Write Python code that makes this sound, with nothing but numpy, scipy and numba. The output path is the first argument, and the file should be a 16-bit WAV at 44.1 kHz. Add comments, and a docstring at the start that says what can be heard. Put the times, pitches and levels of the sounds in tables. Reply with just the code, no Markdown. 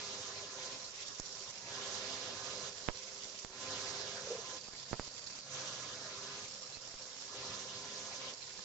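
"""A workshop, a phone's stereo microphone close to a robot arm laying five short welds on a steel grating.
Fans rush and hum all around. From the right come the hiss of shielding gas at the nozzle and the whirr
of the servos; the arm judders once as it shifts. Each arc fries as the wire shorts into the pool, and
sizzles mostly in the far treble, so the phone's gain control pulls the whole room down while it burns.
Stray sparks land on the microphone's ports and pop."""
import sys
import numpy as np
from scipy import signal
from scipy.fft import rfft, irfft
from scipy.io import wavfile
from scipy.ndimage import uniform_filter1d
from numba import njit

SR = 44100
rng = np.random.default_rng(int(sys.argv[2]) if len(sys.argv) > 2 else 0)


def persist_wave(psi):
    """Save psi, clipped to +-1, as 16-bit WAV."""
    counts = np.round(np.clip(psi, -1, 1) * 32767).astype(np.int16)
    wavfile.write(sys.argv[1], SR, np.atleast_2d(counts).T)


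N = 381024
TIME = np.arange(N) / SR
BIN_HZ = np.fft.rfftfreq(N, 1 / SR)
TOP_HZ = 7680  # upper limit of the phone


def undb(db):
    """Decibels to gain."""
    return 10 ** (np.asarray(db) / 20)


def unit(x):
    """Scale to rms 1."""
    return x / np.sqrt(np.mean(x ** 2))


def bell(age, width):
    """A smooth hump, 1 at age 0."""
    return np.exp(-(age / width) ** 2)


def walk(per_s):
    """Random levels, each held 1 / per_s seconds, smoothed twice; rms 1."""
    hold = max(2, int(SR / per_s))
    held = np.repeat(rng.standard_normal(4096), hold)[:N]
    return unit(uniform_filter1d(uniform_filter1d(held, hold), hold))


def filtered(x, order, hz, kind="low"):
    """Butterworth filter."""
    return signal.sosfilt(signal.butter(order, hz, kind, fs=SR, output="sos"), x)


def far_treble(x):
    """Keep only the very top of a sound."""
    return filtered(x, 8, 10500, "high")


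def across(points):
    """Read (Hz, value) points at every FFT bin, on a log axis."""
    hz, value = np.transpose(points)
    return np.interp(np.log(BIN_HZ + 1), np.log(hz), value)


def colour(x, points):
    """Shape a sound by (Hz, dB) points, falling away above 8.5 kHz; rms 1."""
    rolloff = 1 / np.hypot(1, (BIN_HZ / 8500) ** 12)
    return unit(irfft(rfft(x) * undb(across(points)) * rolloff, N))


def flutter(x, db, per_s, bands=12, per_octave=2):
    """Turbulence: each band, counted down from the top, rises and falls on its own; rms 1."""
    band = np.clip(np.log2(TOP_HZ / (BIN_HZ + 1)) * per_octave, 0, bands - 1).astype(int)
    spectrum = rfft(x)
    return unit(sum(irfft(spectrum * (band == k), N) * undb(db * walk(per_s)) for k in range(bands)))


def pan(left_db):
    """Gains at the two microphone ports; a negative left_db puts the source on the right."""
    return np.array([[undb(left_db)], [1]])


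def echoed(x, share, count=10):
    """Nearby benches and walls return early echoes, other ones to each port, that ripple the spectrum."""
    response = np.zeros((2, N))
    response[:, 0] = 1
    for channel in response:
        channel[rng.integers(40, 700, count)] = share * rng.standard_normal(count)
    return irfft(rfft(x) * rfft(response), N)


def arc_on(strike, end):
    """1 while an arc burns, with a quick strike and a slower dying out."""
    return np.clip((TIME - strike) / 0.036, 0, 1) * np.clip((end - TIME) / 0.065, 0, 1)


# rush of the fans around the room: (frequency [Hz], relative density [dB])
FAN_SPECTRUM = [(25, -14), (60, -10), (115, -0.5), (180, -4), (270, -3), (330, -4.5), (400, -4), (530, 4.7),
                (760, -3.5), (1020, -1.5), (1400, -1.5), (1590, -4), (1700, -2.5), (2000, -2.5),
                (3500, -0.44), (5500, -3.5), (7800, -6)]
# likeness of that rush at the two ports: (frequency [Hz], correlation [0-1])
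FAN_LIKENESS = [(60, .88), (150, 1), (470, 0.55), (1000, 0.72), (1900, 0), (3500, 0)]
# its treble leans to the right for a while: (time [s], left minus right [dB])
FAN_LEAN = [(0.7, 2.5), (1.7, -1.5), (2.6, -3.5), (3.7, -1.5), (4.5, -1.5), (5.5, 2)]
def fan_air(lean_above_hz=1460, blade_hz=135.2, chop=0.042):
    """Cooling fans fill the room with a diffuse rush; the blades chop their own air stream."""
    likeness = across(FAN_LIKENESS)
    noise = echoed(rng.standard_normal((2, N)), share=0.036)
    mid, side = rfft(noise) * np.sqrt([1 + likeness, 1 - likeness])
    air = colour(irfft([mid + side, mid - side], N), FAN_SPECTRUM)
    air = flutter(air, db=2.5, per_s=40)
    treble = irfft(rfft(air) * (BIN_HZ > lean_above_hz), N)
    lean_db = np.interp(TIME, *np.transpose(FAN_LEAN))
    air += treble * (undb([lean_db / 2, -lean_db / 2]) - 1)
    return air * (1 + chop * np.sin(2 * np.pi * blade_hz * TIME + walk(11)))


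# fan and transformer tones: (frequency [Hz], relative level [dB], change as the hum thins [dB])
HUM_TONES = [(102.3, -71, 0.5), (134.2, -70, 5.5), (199.2, -68, 0.5), (266.8, -72, 3.5), (384, -64.5, -6),
             (403.8, -60.5, -8.5), (512, -59.5, -4.5), (539.6, -65, -2), (636, -71, 3), (676, -66, -4),
             (756, -71.5, -1.5), (809, -70, -8), (947.5, -69.5, 0), (1019, -64.5, -0.5), (1044, -66, 1),
             (1082, -74.5, 1), (1220, -70, 4), (1364, -70, 4), (1394, -74.5, 4), (1470, -77, 4),
             (1537, -71, 1.5), (1680, -69, 1.5), (1710, -77, 1.5), (1914, -78, -0.5)]
# the hum sinks while an arc burns, the high tones most: (frequency [Hz], change [dB])
HUM_UNDER_ARC = [(400, -2), (1000, -3), (1700, -6.5)]
def hum(drift_hz=1.31, drift_share=0.00299, waver_db=3.5, thinnest_s=5.7, thinning_s=1, filling_s=2.1):
    """Blade and mains tones waver, each reaching the two ports in a slightly different phase."""
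    out = np.zeros((2, N))
    thinness = bell(TIME - thinnest_s, np.where(TIME < thinnest_s, thinning_s, filling_s))
    welding = sum(arc_on(strike, end) for strike, end, *_ in WELD_ARCS)
    for hz, db, change_db in HUM_TONES:
        pitch_hz = hz + (drift_hz + drift_share * hz) * walk(18)
        phase = 2 * np.pi * np.cumsum(pitch_hz) / SR + 0.59 * walk(60)  # jitter roughens the tone
        lead = 0.2 * (hz / 3000 + walk(13))
        sink_db = np.interp(hz, *np.transpose(HUM_UNDER_ARC)) * welding
        level_db = db + change_db * thinness + sink_db + waver_db * walk(9)
        out += undb(level_db) * np.sin([phase + lead / 2, phase - lead / 2])
    return unit(out)


# the pause before each weld, timed from the end of the arc before it:
# (room swell [dB], rise [s], fade [s], gas post-flow level [dB], post-flow peak time [s])
WELD_PAUSES = [(1, .11, 1.35, -55, 0.62), (3.5, 0.1, 2, -48, 0.36), (7.5, 0.45, 0.44, -47.5, 0.39),
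               (8.5, 0.27, 0.21, -68, .45), (3, 0.2, 0.32, -66, .3)]
def pauses(first_pause_s=-0.6, flow_rise_s=0.2, flow_ebb_s=0.31):
    """Between arcs the room swells and settles (dB), and gas flows on over the hot weld (gain)."""
    swell_db, postflow = np.zeros(N), np.zeros(N)
    starts = [first_pause_s] + [end for _, end, *_ in WELD_ARCS]
    for start, (db, rise_s, fade_s, flow_db, peak_s) in zip(starts, WELD_PAUSES):
        age = TIME - start
        swell_db += db * np.clip(age / rise_s, 0, 1) * bell(age, fade_s)
        postflow += undb(flow_db) * bell(age - peak_s, np.where(age < peak_s, flow_rise_s, flow_ebb_s))
    return swell_db, postflow


# hiss of gas at the nozzle: (frequency [Hz], relative density [dB])
NOZZLE_SPECTRUM = [(500, -32.5), (1500, -22), (2800, -14), (4000, -1.5), (5300, 1), (6500, 0.5),
                   (7800, -7.5)]
# lower rush of gas breaking over the work: (frequency [Hz], relative density [dB])
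RUSH_SPECTRUM = [(100, -15.5), (400, -2), (1200, 2), (2200, 0), (3000, -1), (3800, 8), (5000, 8.5),
                 (7800, -7)]
def gas(spectrum, lead_ms=0.18):
    """Shielding gas streams with a fine flutter, louder at the right port, a little earlier at the left."""
    jet = rng.standard_normal(N)
    ports = np.array([np.roll(jet, -round(lead_ms * SR / 1000)), jet])
    stream = colour(echoed(ports, share=0.1), spectrum)
    return flutter(stream, db=1.5, per_s=45, bands=5) * pan(left_db=-15)


# the arm moves to the next joint: (middle [s], half length [s], pitch [Hz], level [dB])
ARM_MOVES = [(0.3, 0.42, 1710, -66), (2.2, 0.56, 1697, -62), (3.998, .45, 1668, -57.5)]
def servos(width_hz=130, wander_hz=25):
    """On the right, a rough gear whirr swells and fades with each move, its pitch wandering a little."""
    grain = unit(filtered(rng.standard_normal(N), 2, width_hz / 2))
    wander = wander_hz * walk(10)
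    whirr = np.zeros(N)
    for middle, half_s, hz, db in ARM_MOVES:
        phase = 2 * np.pi * np.cumsum(hz + wander) / SR
        whirr += undb(db) * bell(TIME - middle, half_s) * np.sin(phase)
    return np.sqrt(2) * grain * whirr * pan(left_db=-14)


# a short run of slips as the arm shifts: (time [s], length [s], pitch [Hz], level [dB])
ARM_SLIPS = [(4.271, 0.0098, 520, -39.5), (4.286, 0.016, 447, -45), (4.301, 0.013, 453, -36),
             (4.308, 0.022, 480, -33), (4.324, 0.023, 477, -38.5), (4.348, 0.0138, 488, -38),
             (4.379, 0.0275, 453, -43.5)]
def judder(scrape_band_hz=(370, 590), scrape_db=-13):
    """Near the centre, each slip swells and dies in a hollow resonance, with a rough scrape around it."""
    scrape = undb(scrape_db) * unit(filtered(rng.standard_normal(N), 2, scrape_band_hz, "band"))
    out = np.zeros(N)
    for start, length_s, hz, db in ARM_SLIPS:
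        age = TIME - start
        swell = np.sin(np.pi * np.clip(age / length_s, 0, 1))
        out += undb(db) * swell * (np.sin(2 * np.pi * hz * age) + scrape)
    return out * pan(left_db=-1)


# sparks right on the microphone: (time [s], pop level [dB], pop left minus right [dB], rise [ms],
# far-treble crack level [dB], share that swings back [0-1], bright snap level [dB])
SPARK_HITS = [(1.1987, -22.5, -11, 0.39, -11.5, .14, -14), (2.8802, -26, -20, 0.22, -25, .03, -45),
              (2.887, -4.5, -22, 0.096, -12, 0.06, -40), (2.8972, -28, -22, .25, -29, .1, -48),
              (3.253, -40, 3, .2, -27, .05, -43), (3.448, -19, -16, 0.068, -6.5, .05, -18.5),
              (3.505, -34, -12, 0.16, -25, .05, -45), (4.685, -32, -14, 0.3, -9.5, .08, -35),
              (4.735, -33, -3, 0.17, -25, .05, -45), (4.9143, -29.5, -9, 0.73, -23, 0.091, -34),
              (4.9308, -10.5, -19, 0.24, -16, .025, -35), (4.9395, -24, -16, 0.37, -28, .03, -48),
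              (4.947, -28, -8, 0.23, -11.5, .03, -38), (4.9965, -15, -10, 0.21, -15, 0.05, -27),
              (5.077, -32.5, -6, 0.31, -14, .05, -34), (5.389, -42.5, 1, 0.41, -16, 0.055, -42),
              (6.7708, -31, -23, 0.22, -10, 0.11, -33), (6.9412, -30, -6, 0.13, -11.5, 0.15, -27)]
def sparks(push=1.63, rebound_ms=17, skip_ms=9.5, scuff_ms=6, crack_ms=3, snap_ms=2.6, port_hz=4000):
    """A spark hits a port: pressure shoots up, flips negative and swings back, with a crack and a snap."""
    pops, cracks, snaps = np.zeros((2, N)), np.zeros(N), np.zeros(N)
    grit = unit(filtered(rng.standard_normal(N), 2, hz=1300))
    for hit, db, left_db, rise_ms, crack_db, rebound, snap_db in SPARK_HITS:
        near = np.flatnonzero(np.abs(TIME - hit) < 0.06)
        ms = (TIME[near] - hit) * 1000
        # a slower rise also flips more softly and recovers later, so it sounds duller
        flip = -np.tanh(ms / (0.48 * rise_ms))
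        recover_ms = 0.58 + 2.8 * rise_ms
        pressure = np.where(ms < 0, push * np.exp(-abs(ms) / rise_ms), np.exp(-abs(ms) / recover_ms))
        swing = rebound * bell(ms - rebound_ms, width=11)
        # the spark skips along the port just after it lands
        scuff = 0.072 * grit[near] * np.exp(-abs(ms - skip_ms) / scuff_ms)
        pops[:, near] += undb(db) * (flip * pressure + swing + scuff) * pan(left_db)
        cracks[near] += undb(crack_db) * (ms > 0) * np.exp(-abs(ms) / crack_ms)
        snaps[near] += undb(snap_db) * (ms > 0) * np.exp(-abs(ms) / snap_ms)
    crack = far_treble(cracks * rng.standard_normal((2, N)))
    snap = filtered(snaps * rng.standard_normal((2, N)), 2, (4600, 7600), "band")
    return filtered(pops, 6, port_hz) + snap * pan(left_db=-8) + crack


def spatter(per_s=45, scatter_db=3, decay_ms=0.084):
    """Drops of melt burst at random with small sharp ticks."""
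    bursts = rng.random(N) < per_s / SR
    sizes = undb(scatter_db * np.clip(rng.standard_normal(N), -2, 2))
    return unit(signal.lfilter([-1], [1, -np.exp(-1000 / (decay_ms * SR))], bursts * sizes))


def wire_crackle(shorts_per_s=105, jitter=0.35, scatter_db=2, spit_s=0.0074, burn=0.039):
    """The wire shorts into the pool at uneven intervals; each restrike spits over the steady burn."""
    gap, size = rng.standard_normal((2000, 2)).T
    at = (np.cumsum(np.exp(jitter * gap)) * SR / shorts_per_s).astype(int)
    restrikes = np.bincount(at[at < N], undb(scatter_db * size[at < N]), N)
    softened = uniform_filter1d(restrikes, size=60)
    spits = unit(signal.lfilter([1], [1, -np.exp(-1 / (spit_s * SR))], softened))
    # the power source holds the mean current steady, so the spits stay fine and even
    spits = unit(spits / (uniform_filter1d(spits, size=2000) + 1e-3))
    return echoed(rng.standard_normal((2, N)) * (burn + spits), share=0.15)


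# frying of the arc from close by: (frequency [Hz], relative density [dB])
FRYING_SPECTRUM = [(100, -9), (1000, -13.5), (2500, -8.5), (3700, -5), (4200, 0.5), (4600, 2), (5700, 2),
                   (6150, -8), (6700, 1), (7400, 4.5), (7800, -19.5)]
def frying(crackle, sputter_db=5, sputter_below_hz=4400):
    """The lower part of the arc's crackle sputters while the top fries on evenly."""
    fry = colour(crackle, FRYING_SPECTRUM)
    lower = irfft(rfft(fry) * (BIN_HZ < sputter_below_hz), N)
    sputter = np.std(lower) * flutter(lower, sputter_db, per_s=55, bands=9, per_octave=4)
    return fry - lower + sputter


# the five arcs: (strike [s], end [s], gain [dB], whistling resonance [Hz], its level before gain [dB])
WELD_ARCS = [(0.738, 1.653, -5, 5660, -46.5), (2.672, 3.518, -2.5, 5800, -49.5),
             (4.547, 5.464, -4, 4640, -47), (6.431, 7.317, -4, 5530, -50.5),
             (8.292, 8.691, -2.8, 5400, -70)]
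# the arc sputters up in short flares: (time [s], boost [dB])
ARC_FLARES = [(1.03, 3.5), (1.085, 6), (1.27, 5), (1.365, 0), (3.04, 0.5), (3.24, 6), (3.39, 4), (4.79, 0),
              (5.172, 6), (5.192, 3), (5.272, 2), (6.63, 5), (6.76, 1.5), (6.89, 4), (7.09, 2), (7.22, 3.5),
              (8.45, -0.5), (8.585, 1.5)]
def arcs(fry_db=-39.5, spatter_db=-55, sizzle_db=-22.5, flare_half_s=0.014, ring_width_hz=260,
         melt_s=0.051):
    """Close by, each arc sizzles from the strike; its frying builds on the right as the pool melts."""
    crackle = wire_crackle()
    fry = undb(fry_db) * frying(crackle) + undb(spatter_db) * spatter()
    # most of an arc's power lies in the far treble, where it flickers
    sizzle = undb(sizzle_db + 0.88 * walk(25)) * unit(far_treble(crackle))
    flares_db = sum(db * bell(TIME - at, flare_half_s) for at, db in ARC_FLARES)
    surge = undb(flares_db + 0.5 * walk(45)) * pan(left_db=-7)
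    out = np.zeros((2, N))
    for strike, end, db, ring_hz, ring_db in WELD_ARCS:
        # the gap between nozzle and work rings a little differently at each joint
        resonance = signal.iirpeak(ring_hz, ring_hz / ring_width_hz, fs=SR)
        ring = undb(ring_db + 1.5 * walk(30)) * unit(signal.lfilter(*resonance, crackle))
        melted = np.clip((TIME - strike) / melt_s, 0, 1)
        out += undb(db) * arc_on(strike, end) * (melted * surge * (fry + ring) + sizzle)
    return out


# the level of fans and gas dips briefly: (time [s], half length [s], depth [dB])
ROOM_DIPS = [(0.5, 0.057, 2.5), (2.37, 0.08, 1.5)]
def scene(air_db=-49, hum_db=-56, hiss_db=-45, rush_db=-57.5, hiss_swell_share=0.65):
    """At the microphone: fans and gas run throughout; the arcs, their sparks and the arm come on top."""
    swell_db, postflow = pauses()
    dip_db = sum(db * bell(TIME - at, half_s) for at, half_s, db in ROOM_DIPS)
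    machines = undb(swell_db) * (undb(air_db) * fan_air() + undb(hum_db) * hum())
    hiss = undb(hiss_db + hiss_swell_share * swell_db) * gas(NOZZLE_SPECTRUM)
    rush = (undb(rush_db) + postflow) * gas(RUSH_SPECTRUM)
    return undb(-dip_db) * (machines + hiss + rush) + arcs() + sparks() + servos() + judder()


@njit
def follow(x, attack, release):
    """Rise quickly towards x, and sink back by a constant step."""
    out, level = np.empty(len(x)), 0.
    for i in range(len(x)):
        level = level + (x[i] - level) * attack if x[i] > level else max(level - release, x[i])
        out[i] = level
    return out


def record(dry, threshold_db=-33.5, ratio=4, attack_s=0.0029, release_db_per_s=62):
    """The phone's gain control turns loud passages down and creeps back up; then the top is cut off."""
    power = uniform_filter1d(np.mean(dry ** 2, axis=0), size=600, origin=200)
    excess_db = np.maximum(10 * np.log10(np.abs(power) + 1e-12) - threshold_db, 0)
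    cut_db = follow(excess_db * (1 - 1 / ratio), 1 / (attack_s * SR), release_db_per_s / SR)
    lowpass = signal.ellip(14, 0.1, 100, TOP_HZ, fs=SR, output="sos")
    return signal.sosfilt(lowpass, dry * undb(-cut_db))


dry = scene()
out = record(dry)
persist_wave(out)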